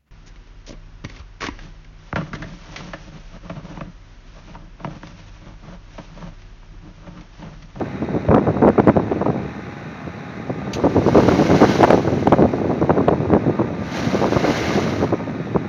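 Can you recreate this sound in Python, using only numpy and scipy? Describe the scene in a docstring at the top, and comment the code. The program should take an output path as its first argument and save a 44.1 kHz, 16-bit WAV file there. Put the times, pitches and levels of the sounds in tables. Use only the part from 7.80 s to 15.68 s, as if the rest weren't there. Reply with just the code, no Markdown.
"""A diesel tree shaker stands in an orchard and shakes a nut tree twice.
Its engine clatters and slows under the whining oil pumps, valves hiss and steel panels ring.
Leaves thrash, and loosened nuts patter onto branches and canvas.
Gusts rumble on the microphone all the while and now and then overload it."""
import sys
import numpy as np
from scipy import signal
from scipy.fft import rfft, irfft, next_fast_len
from scipy.io import wavfile
from scipy.ndimage import uniform_filter1d, map_coordinates

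SR = 44100
rng = np.random.default_rng(int(sys.argv[2]) if len(sys.argv) > 2 else 0)


def persist_wave(psi):
    """Save psi, clipped to +-1, as 16-bit WAV."""
    counts = np.round(np.clip(psi, -1, 1) * 32767).astype(np.int16)
    wavfile.write(sys.argv[1], SR, np.atleast_2d(counts).T)


N = 347508

# each opening of a valve: t/s, level/dB, rise time/s, t60/s (the time to fade by 60 dB)
VALVE_OPENINGS = [(2.933, -23.5, 0.000788, 0.12), (6.11, -35, 0.067, 0.64)]


def engine(clatter_db=-38, load_db=1.5, throb=0.19, uneven=0.055, waver_db=2.0, waver_hz=5):
    """A four-cylinder diesel throbs with each firing; its pumps whine as their load slows it down."""
    # how the engine runs: t/s, firing rate/Hz, pump load (0 to 1)
    running = [(0, 68.6, 0), (2.74, 68.4, 0), (2.89, 66.9, .9), (3.0, 66, 1), (3.2, 65, 1), (3.85, 64.6, 1),
               (4.25, 70.6, .5), (4.7, 68.5, .3), (5.55, 68.6, .4), (5.66, 68.4, 1), (5.78, 67.2, 1),
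               (5.92, 66, .6), (6.1, 65.4, 1), (6.2, 67.6, 1), (6.6, 64.8, .8), (7.14, 70, .9),
               (7.42, 68.4, .7), (7.88, 68.5, 0)]
    # tone colour of the diesel clatter: f/Hz, level/dB
    clatter_colour = [(60, -7), (170, 12), (400, -3.5), (700, 4), (970, 0.5), (1250, 0.5), (1900, -1.5),
                      (2450, -5), (3050, -18), (3850, -12.5), (4900, -22.5), (5900, -20.5), (7000, -26.5)]
    # gear and pump tones: multiple of the firing rate, level running free/dB, level under load/dB
    whine_tones = [(1, -55, -51), (2, -52, -49), (3, -45, -44), (9, -62, -43), (9.5, -58, -57),
                   (12, -49, -56), (13.5, -67, -47), (16, -61, -57), (18, -54, -45.5), (19.5, -62, -61),
                   (25.75, -59, -60), (26.5, -58, -60), (27, -66, -54), (29, -60, -60), (30, -57, -56)]
    firing_hz, load = in_time(running)
    phase = 2 * np.pi * np.cumsum(firing_hz * (1 + .001 * drift(8))) / SR
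    cycle = phase / 4   # one turn for every four firings
    pulses = 1 + throb * np.cos(phase) + uneven * (np.cos(cycle) + np.cos(2 * phase))
    out = from_db(clatter_db + load_db * load) * pulses * noise(clatter_colour)
    for multiple, free_db, loaded_db in whine_tones:
        level_db = free_db + (loaded_db - free_db) * load
        level_db += waver_db * drift(waver_hz)   # gusts make the tones waver
        out += np.sqrt(2) * from_db(level_db) * np.sin(multiple * phase + 2 * np.pi * rng.random())
    return out


def valve_hiss():
    """Oil rushes through each opened valve with a hiss that dies as the pressure evens out."""
    # tone colour of the rushing oil: f/Hz, level/dB
    oil_colour = [(1200, -16), (2200, -5.5), (2700, 2), (3300, -2), (4600, -4), (5200, -13), (5900, 0),
                  (7000, -7.5)]
    flow = np.zeros(N)
    for start, db, rise, t60 in VALVE_OPENINGS:
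        age = np.maximum(seconds() - start, 0)
        flow += from_db(db - 60 * age / t60) * (1 - np.exp(-age / rise))
    return flow * noise(oil_colour)


def valve_clink(level_db=-27):
    """The first valve snaps open and its steel rings."""
    # ringing tones of the valve: f/Hz, relative level/dB, t60/s
    steel_tones = [(3704, -19, 0.13), (3920, -8, 0.11), (4100, -15, 0.17), (4660, -4, 0.087),
                   (5884, -10, 0.081), (6272, -20, 0.19)]
    click = np.zeros(N)
    click[int(VALVE_OPENINGS[0][0] * SR)] = from_db(level_db)
    return sum(from_db(db) * ring(click, hz, t60) for hz, db, t60 in steel_tones)


def panels(shake):
    """The machine's steel rings faintly with the engine and rattles when the clamp shakes the tree."""
    # tones of panels and frame: f/Hz, width/Hz, level from the engine/dB, level relative to shake/dB
    panel_tones = [(1215, 14, -60.5, -14), (1517, 70, -51.5, -11.5), (2090, 190, -65, -7),
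                   (2164, 30, -63.5, -15.5), (2493, 220, -54.5, -22), (3774, 30, -61.5, -22.5),
                   (3997, 200, -66, -18), (5820, 400, -67, -19)]
    out = np.zeros(N)
    for hz, width, engine_db, rattle_db in panel_tones:
        t60 = np.log(1000) / (np.pi * width)   # a narrower tone rings longer
        ringing = rms_one(ring(rng.standard_normal(N), hz, t60))
        out += ringing * np.hypot(from_db(engine_db), from_db(rattle_db) * shake)
    return out


def shake_strength():
    """How hard the treetop swings at each moment of the two shakes."""
    # the first shake builds slowly and leaves a long trickle of twigs: t/s, level/dB
    first_shake = [(2.9, -66), (3.02, -43.5), (3.2, -41.5), (3.36, -33), (3.99, -29.5), (4.25, -39.5),
                   (4.8, -48.5), (5.9, -62)]
    # the second starts and stops quickly: t/s, level/dB
    second_shake = [(5.95, -57.5), (6.16, -30.5), (6.4, -35), (6.8, -27.5), (7.05, -32), (7.25, -40),
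                    (7.4, -58), (7.88, -57)]
    curves = (np.transpose(shake) for shake in (first_shake, second_shake))
    return sum(from_db(np.interp(seconds(), t, db, left=-np.inf, right=-np.inf)) for t, db in curves)


def leaves(shake, level_db=2.0, whip_hz=36, whip_depth=0.065, flutter_db=1.2):
    """Twigs and leaves whip to and fro with the clamp: a dense, fluttering rustle."""
    # tone colour of the rustle: f/Hz, level/dB
    rustle_colour = [(300, 2), (700, 8.5), (1200, -0.5), (1600, 4), (2150, -5.5), (2800, -1), (3400, -5.5),
                     (4100, -4), (5000, -8), (5900, -8), (7000, -12), (10000, -10), (15000, -12)]
    swing_hz = whip_hz * (1 + 0.041 * drift(4.4))
    swing = np.cos(2 * np.pi * np.cumsum(swing_hz) / SR)
    flutter = from_db(level_db + flutter_db * drift(32))
    return shake * flutter * (1 + whip_depth * swing) * noise(rustle_colour)


def nuts(shake, peak_per_s=260, level_db=-35, spread_db=3.5, fall_s=0.13):
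    """Loosened nuts and twigs strike branches and canvas a moment later; harder shaking frees more."""
    # tones of a nut knocking on wood or tight canvas: f/Hz, relative level/dB, t60/s
    knock_tones = [(630, -0.5, 0.018), (1180, 2, 0.013), (1660, -12.5, 0.021), (2250, -3, 0.011),
                   (2670, -6, 0.0027), (4200, -7.5, 0.0062), (5760, -5.5, 0.009)]
    falling = np.interp(seconds() - fall_s, seconds(), shake / shake.max())
    hits = rng.random(N) < peak_per_s * falling / SR
    force = from_db(spread_db * np.minimum(rng.exponential(1, N), 3))
    clicks = hits * np.sqrt(falling) * force
    return sum(ring(clicks * rng.standard_normal(N), hz, t60) * from_db(level_db + db)
               for hz, db, t60 in knock_tones)


def wind(offset_db=-1.23, lumps_db=2.5, lumps_hz=40, rise_s=.001, fall_s=.002):
    """Swirls of air (eddies) sweep over the microphone: faster air rumbles louder and higher."""
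    # strength of the breeze: t/s, level/dB
    breeze = [(0, -29), (0.28, -28), (0.58, -21), (1.54, -23), (1.74, -31.5), (2.0, -36), (2.6, -31),
              (2.95, -25), (3.33, -18), (4.05, -17), (4.22, -22.5), (4.66, -19), (4.92, -23), (5.18, -19.5),
              (6.15, -26), (6.42, -19.5), (7.05, -21.5), (7.88, -27.5)]
    # big eddies that hit the microphone: t/s, level/dB, length/s, f/Hz
    big_eddies = [(0.005, -20, 0.027, 373), (0.22, -20.5, 0.025, 268.8), (0.339, -18, 0.037, 309.6),
                  (0.484, -7.5, 0.012, 319), (0.505, -11.5, 0.087, 412.2), (0.667, -14.5, 0.04, 378.2),
                  (0.82, -9.5, 0.082, 353.4), (0.981, -8, 0.021, 482.7), (1.071, -7, 0.032, 439.6),
                  (1.161, -9, 0.016, 345.6), (1.316, -11, 0.0098, 476), (1.411, -16, 0.016, 462.4),
                  (1.456, -14.5, 0.014, 395.6), (1.483, -15, 0.024, 259.6), (2.271, -21.5, 0.0076, 306),
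                  (2.693, -19, 0.021, 268), (3.037, -11.5, 0.037, 335), (3.155, -11, 0.037, 319.9),
                  (3.261, -12, 0.029, 330.4), (3.35, -8, 0.05, 489.5), (3.482, -9.5, 0.0072, 558),
                  (3.511, -12.5, 0.011, 541), (3.586, -12, 0.037, 408.9), (3.694, -12, 0.072, 323.2),
                  (3.81, -7, 0.038, 555.6), (3.992, -11.5, 0.027, 380.2), (4.027, -6, 0.021, 519.3),
                  (4.101, -7, 0.01, 580.5), (4.126, -9.5, 0.026, 440.2), (4.174, -13.5, 0.00798, 485.9),
                  (4.25, -15, 0.00901, 400.3), (4.275, -11, 0.0088, 430.9), (4.319, -15.5, 0.024, 340),
                  (4.471, -7.5, 0.008, 379.8), (4.52, -8.5, 0.023, 439.7), (4.589, -11, 0.067, 420.7),
                  (4.734, -14, 0.00881, 488.5), (4.89, -16, 0.026, 355.4), (5.014, -14, 0.02834, 279),
                  (5.095, -10, 0.018, 480.2), (5.168, -15.5, 0.05, 379.8), (5.281, -9, 0.0096, 469.5),
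                  (5.311, -13.5, 0.022, 368.2), (5.394, -16, 0.012, 300.4), (5.519, -12.5, 0.055, 401.7),
                  (5.662, -14.5, 0.046, 309.8), (5.79, -14, 0.031, 359), (6.267, -13.5, 0.0091, 339.8),
                  (6.332, -16.5, 0.023, 331), (6.414, -17, 0.046, 390.6), (6.561, -8.5, 0.01, 481.3),
                  (6.64, -14.5, 0.018, 492.8), (6.677, -15.5, 0.036, 399.8), (6.952, -16, 0.042, 408.5),
                  (7.223, -15.5, 0.028, 379), (7.324, -13.5, 0.02, 364.8), (7.75, -11.5, 0.018, 339.6)]
    breeze_db = in_time(breeze)
    lumpy_db = breeze_db + offset_db + lumps_db * drift(lumps_hz)
    power = from_db(lumpy_db) ** 2
    weighted_hz = power * rumble_hz(lumpy_db)
    for start, db, length, hz in big_eddies + small_eddies(breeze_db):
        near = slice(max(int((start - .02) * SR), 0), min(int((start + length + .03) * SR), N))
        age = np.arange(near.start, near.stop) / SR - start
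        eddy = from_db(db) ** 2 / (1 + np.exp(-age / rise_s)) / (1 + np.exp((age - length) / fall_s))
        power[near] += eddy
        weighted_hz[near] += eddy * hz
    pitch_hz = weighted_hz / power   # the strongest eddy has the most say in the pitch
    return np.sqrt(power) * rumble(pitch_hz)


def small_eddies(breeze_db, per_s=7, above_db=2.5, spread_db=1.22, length_s=.011):
    """Short eddies come at random and follow the breeze. Rows: t/s, level/dB, length/s, f/Hz."""
    place, size, span = rng.random((int(per_s * N / SR), 3)).T
    starts = place * N / SR
    db = np.interp(starts, seconds(), breeze_db) + above_db + spread_db * (2 * size - 1)
    return list(zip(starts, db, length_s * (.5 + span), rumble_hz(db)))


def rumble_hz(db, calm_hz=191.8, calm_db=-34.5, brightening=.25):
    """Calm air rumbles low; the pitch climbs as the wind grows."""
    return calm_hz * from_db(db - calm_db) ** brightening


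def rumble(pitch_hz, centre_hz=369.46, flurry_db=2.5, flurry_speed_db=2.5, even_s=.012):
    """Swirling air rumbles near pitch_hz; tiny flurries of faster air make harder, brighter lumps."""
    # tone colour of an eddy whose pitch is centre_hz: f/Hz, level/dB
    eddy_colour = [(30, -1.5), (80, -5), (130, 0.5), (220, 4), (400, 4.5), (620, -1.5), (900, -8),
                   (1400, -19.5), (2200, -40), (4000, -67.5), (7000, -76.5)]
    flurry = np.minimum(drift(149.2), 1.7)
    # running through the noise faster raises its pitch
    speed = pitch_hz / centre_hz * from_db(flurry_speed_db * (flurry - .5))
    pressure = map_coordinates(noise(eddy_colour), [np.cumsum(speed)], order=3, mode="mirror")
    pressure *= from_db(flurry_db * flurry)
    # even out the level, so that over longer spans the gust alone sets the strength
    return pressure / np.sqrt(uniform_filter1d(pressure ** 2, int(even_s * SR)) + 1e-6)


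def wind_jolts(level_db=4.0, opening_hz=460, t60=.004, soften_hz=2600):
    """Air sucks suddenly at the microphone's opening and swings back once or twice."""
    # the sharpest pressure jolts: t/s, relative level/dB
    jolts = [(0.487, -2), (0.547, 5), (0.668, -9), (0.875, -0.5), (1, 5), (1.094, -1), (1.166, -2.5),
             (1.321, -1.5), (3.371, 2.5), (3.486, 5.5), (4.105, 6), (4.475, 0), (4.524, 5.5), (4.623, 3),
             (5.109, -0.5), (5.284, 5.5), (5.536, 4.5)]
    clicks = np.zeros(N)
    for start, db in jolts:
        clicks[int(start * SR)] = -from_db(db + level_db)
    return butter(ring(clicks, opening_hz, t60), soften_hz, "low")


def from_db(db):
    """Turn decibels into a factor to multiply by."""
    return 10 ** (np.asarray(db) / 20)


def rms_one(x):
    """Scale a signal so that its average strength (rms) is 1."""
    return x / np.sqrt(np.mean(x ** 2) + 1e-20)


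def seconds():
    """The time of every sample."""
    return np.arange(N) / SR


def in_time(rows):
    """Join a table's points with straight lines; its first column is the time."""
    times, *columns = np.transpose(rows)
    return np.squeeze([np.interp(seconds(), times, column) for column in columns])


def drift(hz):
    """A smooth random wobble of typical size 1; a higher hz makes it quicker."""
    step = 40   # samples between the wobble's points
    r = np.exp(-2 * np.pi * hz * step / SR)
    slow = signal.lfilter([1], [1, -2 * r, r * r], rng.standard_normal(N // step + 2002))[2000:]
    return np.interp(np.arange(N) / step, np.arange(len(slow)), rms_one(slow))


def noise(colour):
    """Noise of strength 1; the colour table sets how strong its frequencies are against each other."""
    hz, db = np.transpose(colour)
    padded = next_fast_len(N)
    f = np.maximum(np.fft.rfftfreq(padded, 1 / SR), 1)
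    gain = from_db(np.interp(np.log(f), np.log(hz), db))
    return rms_one(irfft(rfft(rng.standard_normal(padded)) * gain, padded)[:N])


def ring(clicks, hz, t60):
    """Each click starts a tone of its own height that fades by 60 dB in t60 seconds."""
    decay, angle = from_db(-60 / (t60 * SR)), 2 * np.pi * hz / SR
    return signal.lfilter([0, np.sin(angle)], [1, -2 * decay * np.cos(angle), decay ** 2], clicks + 1e-18)


def butter(x, hz, kind, order=2):
    """A smooth filter that keeps the lows, the highs or a band between."""
    return signal.sosfilt(signal.butter(order, hz, kind, fs=SR, output="sos"), x)


def scene():
    """Machine, tree and wind add up to one channel."""
    shake = shake_strength()
    machine = engine() + valve_hiss() + valve_clink() + panels(shake)
    tree = leaves(shake) + nuts(shake)
    return (machine + tree + wind() + wind_jolts())[None]


def record(dry, low_hz=72.3, top_hz=6780, leak_db=-19.0, ceiling=1.0, hiss_db=-85, cutoff_hz=15700):
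    """The microphone drops the deep bass and most high treble; the strongest gusts overload it."""
    x = butter(dry, low_hz, "high", order=4)
    treble_leak = from_db(leak_db) * butter(x, [8700, 15000], "band", order=8)
    x = butter(x, top_hz, "low", order=16) + treble_leak
    x = np.clip(x, -ceiling, ceiling) + from_db(hiss_db) * rng.standard_normal(N)
    return signal.sosfilt(signal.ellip(12, .1, 80, cutoff_hz, fs=SR, output="sos"), x)


dry = scene()
out = record(dry)
persist_wave(out)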